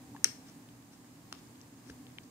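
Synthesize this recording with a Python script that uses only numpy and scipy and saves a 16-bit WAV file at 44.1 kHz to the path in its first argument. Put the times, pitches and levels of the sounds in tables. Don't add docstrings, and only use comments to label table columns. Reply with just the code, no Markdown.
import sys
import numpy as np
from scipy import signal
from scipy.fft import rfft, irfft
from scipy.io import wavfile

SR = 44100
rng = np.random.default_rng(int(sys.argv[2]) if len(sys.argv) > 2 else 0)


def generate_wav(signal):
    frames = np.transpose(np.atleast_2d(signal))
    scaled = np.clip(frames, -1, 1) * 32767
    pcm = np.round(scaled).astype(np.int16)
    wavfile.write(sys.argv[1], SR, pcm)


N = 101430
TIME = np.arange(N) / SR
FREQS = np.fft.rfftfreq(N, 1 / SR)


def from_db(db):
    return 10 ** (np.asarray(db) / 20)


def rms_one(x):
    return x / np.sqrt(np.mean(x ** 2) + 1e-20)


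def at_hz(points):
    hz, *columns = np.transpose(points)
    return np.array([np.interp(np.log(FREQS + 1), np.log(hz), column) for column in columns])


def level_over_time(points):
    return from_db(np.interp(TIME, *np.transpose(points)))


def colour(x, points):
    cepstrum = irfft(np.log(from_db(at_hz(points))), N)
    cepstrum[:, 1:N // 2] *= 2
    cepstrum[:, N // 2 + 1:] = 0
    return irfft(rfft(x) * np.exp(rfft(cepstrum)), N)


def delay(x, seconds):
    return np.interp(TIME - seconds, TIME, x, left=0, right=0)


def swell(start_s, swell_s):
    age = np.clip((TIME - start_s) / swell_s, 0, 60)
    return age * np.exp(1 - age)


def pop(start_s, pitch_hz, swell_s, level_db):
    tone = np.sin(2 * np.pi * pitch_hz * (TIME - start_s))
    return from_db(level_db) * swell(start_s, swell_s) * tone


# pitch_hz, width_hz (full width at half amplitude),
# level_db (rms, before the wavering)
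HUM_BANDS = [(120.2, 12, -64), (161.3, 16, -69.5), (224.4, 22, -69), (250.6, 6, -63), (282.4, 33, -61),
             (768, 9.7, -79.5)]
# time_s, gain_db
HUM_WAVER = [(0, 4.5), (.45, 1), (.7, -0.5), (.9, -4), (1.3, -.5), (1.7, -1), (1.95, 4.5), (2.3, -5)]


def hum():
    tones = 0
    for pitch_hz, width_hz, level_db in HUM_BANDS:
        resonance = 1 / (1 + (2 * (FREQS - pitch_hz) / width_hz) ** 2)
        tone = irfft(rfft(rng.standard_normal(N)) * resonance, N)
        tones = tones + from_db(level_db) * rms_one(tone)
    return tones * level_over_time(HUM_WAVER)


# pitch_hz, left_db, right_db (both relative to AIR_DB)
AIR_COLOUR = [(25, -44, -21), (50, -17, -10.5), (75, -8, -10), (118, -2.5, -4.5), (227, -4, -0.5),
              (287, -4, -1.5), (414, -12, -10), (564, -13, -14), (1130, -15.5, -14.5), (1440, -21, -22),
              (1630, -16, -20.5), (2340, -21, -23.5), (3440, -24.5, -25), (5270, -25, -21.5),
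              (6030, -24, -27), (6300, -25.5, -18.5), (8600, -29, -21), (10900, -29, -27),
              (15500, -29, -27.5)]
# pitch_hz, likeness (0 = independent, 1 = identical)
AIR_LIKENESS = [(30, 0.21), (100, 0.95), (300, 0.92), (600, 0.48), (1200, 0.15), (3000, 0), (15000, 0)]
# time_s, gain_db
AIR_WAVER = [(0, 1), (.5, 1.5), (.85, -1), (1.25, 0), (1.45, 1), (1.75, -0.7), (1.95, 1), (2.3, -1)]
AIR_DB, HISS_TOP_HZ = -37, 15650


def air():
    mid, side = rfft(rng.standard_normal((2, N)))
    likeness = np.clip(at_hz(AIR_LIKENESS)[0], -1, 1)
    shared = np.sqrt(1 + likeness) * mid
    opposed = np.sqrt(1 - likeness) * side * [[1], [-1]]
    both = (shared + opposed) / np.sqrt(2)
    gain = from_db(AIR_DB + at_hz(AIR_COLOUR)) * (FREQS < HISS_TOP_HZ)
    return irfft(both * gain, N) * level_over_time(AIR_WAVER)


# pitch_hz, gain_db
RASP_COLOUR = [(500, -11), (1500, 4.5), (3000, -3), (4500, 1), (6000, 4.5), (7500, -0.5), (10000, -4),
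               (16000, -24)]


def rough(x):
    return rms_one(colour(x, RASP_COLOUR)[0])


# start_s, mouth_hz, mouth_db, mouth_swell_s,
# upper_hz, upper_db, upper_swell_s, crackle_db, crackle_swell_s, thump_db,
# room_db (what the room gets, relative to the direct smack)
SMACKS_HEARD = [(0.1478, 898, -42.5, 0.0024, 1070, -47, 0.0019, -75, .0006, -65, -12),
                (0.163, 1030, -45, 0.0012, 1700, -47, 0.0017, -63, .001, -70, -7),
                (1.0445, 1000, -57, .0007, 1710, -55, .0005, -68, .0012, -77, 5),
                (1.326, 1210, -30.5, 0.00051, 2615, -38, 0.00062, -34.5, 0.00069, -48, -1),
                (1.8983, 1620, -42.5, 0.00096, 410, -49.5, 0.0021, -51.5, 0.0022, -47.5, -6),
                (2.1851, 2380, -34.5, 0.00041, 2990, -34, 0.00036, -55, 0.00071, -58, -27)]
THUMP_HZ, THUMP_SWELL_S = 284, 0.0019


def smacks():
    crackle = rough(rng.standard_normal(N))
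    direct, to_room = 0, 0
    for (start_s, mouth_hz, mouth_db, mouth_swell_s, upper_hz, upper_db, upper_swell_s,
         crackle_db, crackle_swell_s, thump_db, room_db) in SMACKS_HEARD:
        smack = pop(start_s, mouth_hz, mouth_swell_s, mouth_db)
        smack = smack + pop(start_s, upper_hz, upper_swell_s, upper_db)
        smack = smack + pop(start_s, THUMP_HZ, THUMP_SWELL_S, thump_db)
        smack = smack + from_db(crackle_db) * swell(start_s, crackle_swell_s) * crackle
        direct = direct + smack
        to_room = to_room + from_db(room_db) * smack
    return direct, to_room


# start_s, level_db, pitch_hz
SALIVA_TICKS = [(.1653, -47.5, 2800), (.497, -47, 6240), (.689, -48, 3000), (.826, -56, 3500),
                (1.038, -53, 1600), (1.160, -53, 2760), (1.3257, -40, 9300), (1.3262, -35.5, 4400),
                (1.327, -41.5, 6400), (1.349, -45, 2360), (1.351, -45, 5200), (1.473, -52, 5400),
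                (1.557, -52, 3300), (1.607, -50, 2680), (1.6144, -41.5, 5800), (1.615, -64, 3200),
                (1.9005, -45.5, 2330), (1.9022, -54, 5540), (2.068, -43.5, 3050), (2.102, -51, 2200),
                (2.120, -54, 5800)]
TICK_SWELL_S = 0.00018


def ticks():
    return sum(pop(start_s, pitch_hz, TICK_SWELL_S, level_db)
               for start_s, level_db, pitch_hz in SALIVA_TICKS)


# pitch_hz, swell_s, left_db, right_db (both relative to SNAP_DB)
SNAP_RESONANCES = [(1314, 0.00057, -28, -35), (1830, 0.00037, -10, -22.5), (2280, 0.00022, -16.5, -32),
                   (4180, 0.00068, -28.5, -19), (5360, 0.00044, -7.5, -13.5), (5760, 0.00029, 4, -28),
                   (6330, 0.00022, -1.5, -12.5), (8700, 0.00017, -25, -2), (11020, 0.000085, -21, -12.5),
                   (13300, 0.00016, -25, -11)]
# delay_s, left_db, right_db (relative to the direct crack)
SNAP_ECHOES = [(.0018, -16.5, -13), (.0027, -16.5, -16), (.0082, -31, -22), (.0098, -26, -44),
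               (0.0114, -54, -28)]
SNAP_S, SNAP_DB = .2437, -5


def snap():
    sides = []
    for side in range(2):
        direct = 0
        for k, (pitch_hz, swell_s, *side_db) in enumerate(SNAP_RESONANCES):
            polarity = (-1) ** k
            direct = direct + polarity * pop(SNAP_S, pitch_hz, swell_s, SNAP_DB + side_db[side])
        echoes = sum(from_db(side_db[side]) * delay(direct, delay_s)
                     for delay_s, *side_db in SNAP_ECHOES)
        sides.append(direct + echoes)
    return np.array(sides)


# pitch_hz, swell_s, level_db
RECOIL_RESONANCES = [(422, 0.0019, -44.5), (1340, .0009, -43.5), (2870, 0.000353, -30)]
RECOIL_S = .2535
SPLINTER_DB, SPLINTER_SWELL_S = -34.5, 0.0029


def recoil():
    splinters = swell(SNAP_S, SPLINTER_SWELL_S) * rough(rng.standard_normal(N))
    knock = sum(pop(RECOIL_S, *resonance) for resonance in RECOIL_RESONANCES)
    return from_db(SPLINTER_DB) * splinters + knock


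# middle_s, half_length_s (to 1/e of the peak), level_db
TONGUE_STROKES = [(0.49, 0.027, -61.5), (0.936, 0.019, -63), (1.388, 0.011, -62), (1.882, 0.035, -63),
                  (2.237, 0.0059, -63)]
GRAINS_PER_S, GRAIN_SPREAD_DB = 2500, 2


def rasp():
    size_db = GRAIN_SPREAD_DB * np.minimum(rng.exponential(1, N), 4)
    sizes = from_db(size_db) * rng.choice([-1, 1], N)
    catches = rng.random(N) < GRAINS_PER_S / SR
    grains = rough(sizes * catches)
    strokes = sum(from_db(level_db) * np.exp(-((TIME - middle_s) / half_length_s) ** 2)
                  for middle_s, half_length_s, level_db in TONGUE_STROKES)
    return grains * strokes


def nudge():
    return pop(1.903, pitch_hz=71.5, swell_s=0.01, level_db=-52)


# pitch_hz, left_db, right_db
PORT_COLOUR = [(293, 2.5, 6.5), (1140, -1, -4), (2100, 2, -2), (3434, 4, 0), (5700, 5.5, -8),
               (7100, -3.5, -10.5), (8770, -4, 2.5), (15000, -10, 0)]
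SMALL_LOW_CUT_HZ, RIGHT_LEAD_S = 206, .00012


def at_ports(crack, small):
    low_cut = signal.butter(2, SMALL_LOW_CUT_HZ, "high", fs=SR, output="sos")
    small = signal.sosfilt(low_cut, small + 1e-18)
    left, right = crack + colour(small, PORT_COLOUR)
    return np.array([left, np.roll(right, -int(RIGHT_LEAD_S * SR))])


# pitch_hz, level_db
ROOM_COLOUR = [(200, -9.5), (900, -8), (1800, -15), (3000, -8), (4400, -8), (5100, -8.5), (5700, -19),
               (6400, -18.5), (8000, -14.5), (9500, -22.5), (12000, -16.5), (15000, -19)]
ROOM_T60_S, ROOM_TREBLE_T60_S, ROOM_SPLIT_HZ = 0.31, 0.32, 6600
ROOM_DELAY_S, ROOM_BUILD_S, ROOM_CROSS_DB = 0.0063, 0.002, -14.5


def room(x):
    age = np.maximum(TIME - ROOM_DELAY_S, 0)
    white = rng.standard_normal((2, N))
    low = irfft(rfft(white) / (1 + (FREQS / ROOM_SPLIT_HZ) ** 8), N)
    treble = white - low
    tail = low * from_db(-60 * age / ROOM_T60_S) + treble * from_db(-60 * age / ROOM_TREBLE_T60_S)
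    tail = tail * (1 - np.exp(-age / ROOM_BUILD_S))
    tail = rms_one(tail) / np.sqrt(N)
    crossed = x + from_db(ROOM_CROSS_DB) * x[::-1]
    return signal.fftconvolve(colour(crossed, ROOM_COLOUR), tail, axes=1)[:, :N]


def scene():
    crack = snap()
    small = recoil() + ticks() + rasp()
    smack_direct, smack_to_room = smacks()
    close = at_ports(crack, small + smack_direct)
    reverberation = room(at_ports(crack, small + smack_to_room))
    return close + reverberation + nudge() + hum() + air()


def record(dry):
    top_cut = signal.ellip(10, .1, 80, 16600, fs=SR, output="sos")
    return signal.sosfilt(top_cut, dry)


dry = scene()
out = record(dry)
generate_wav(out)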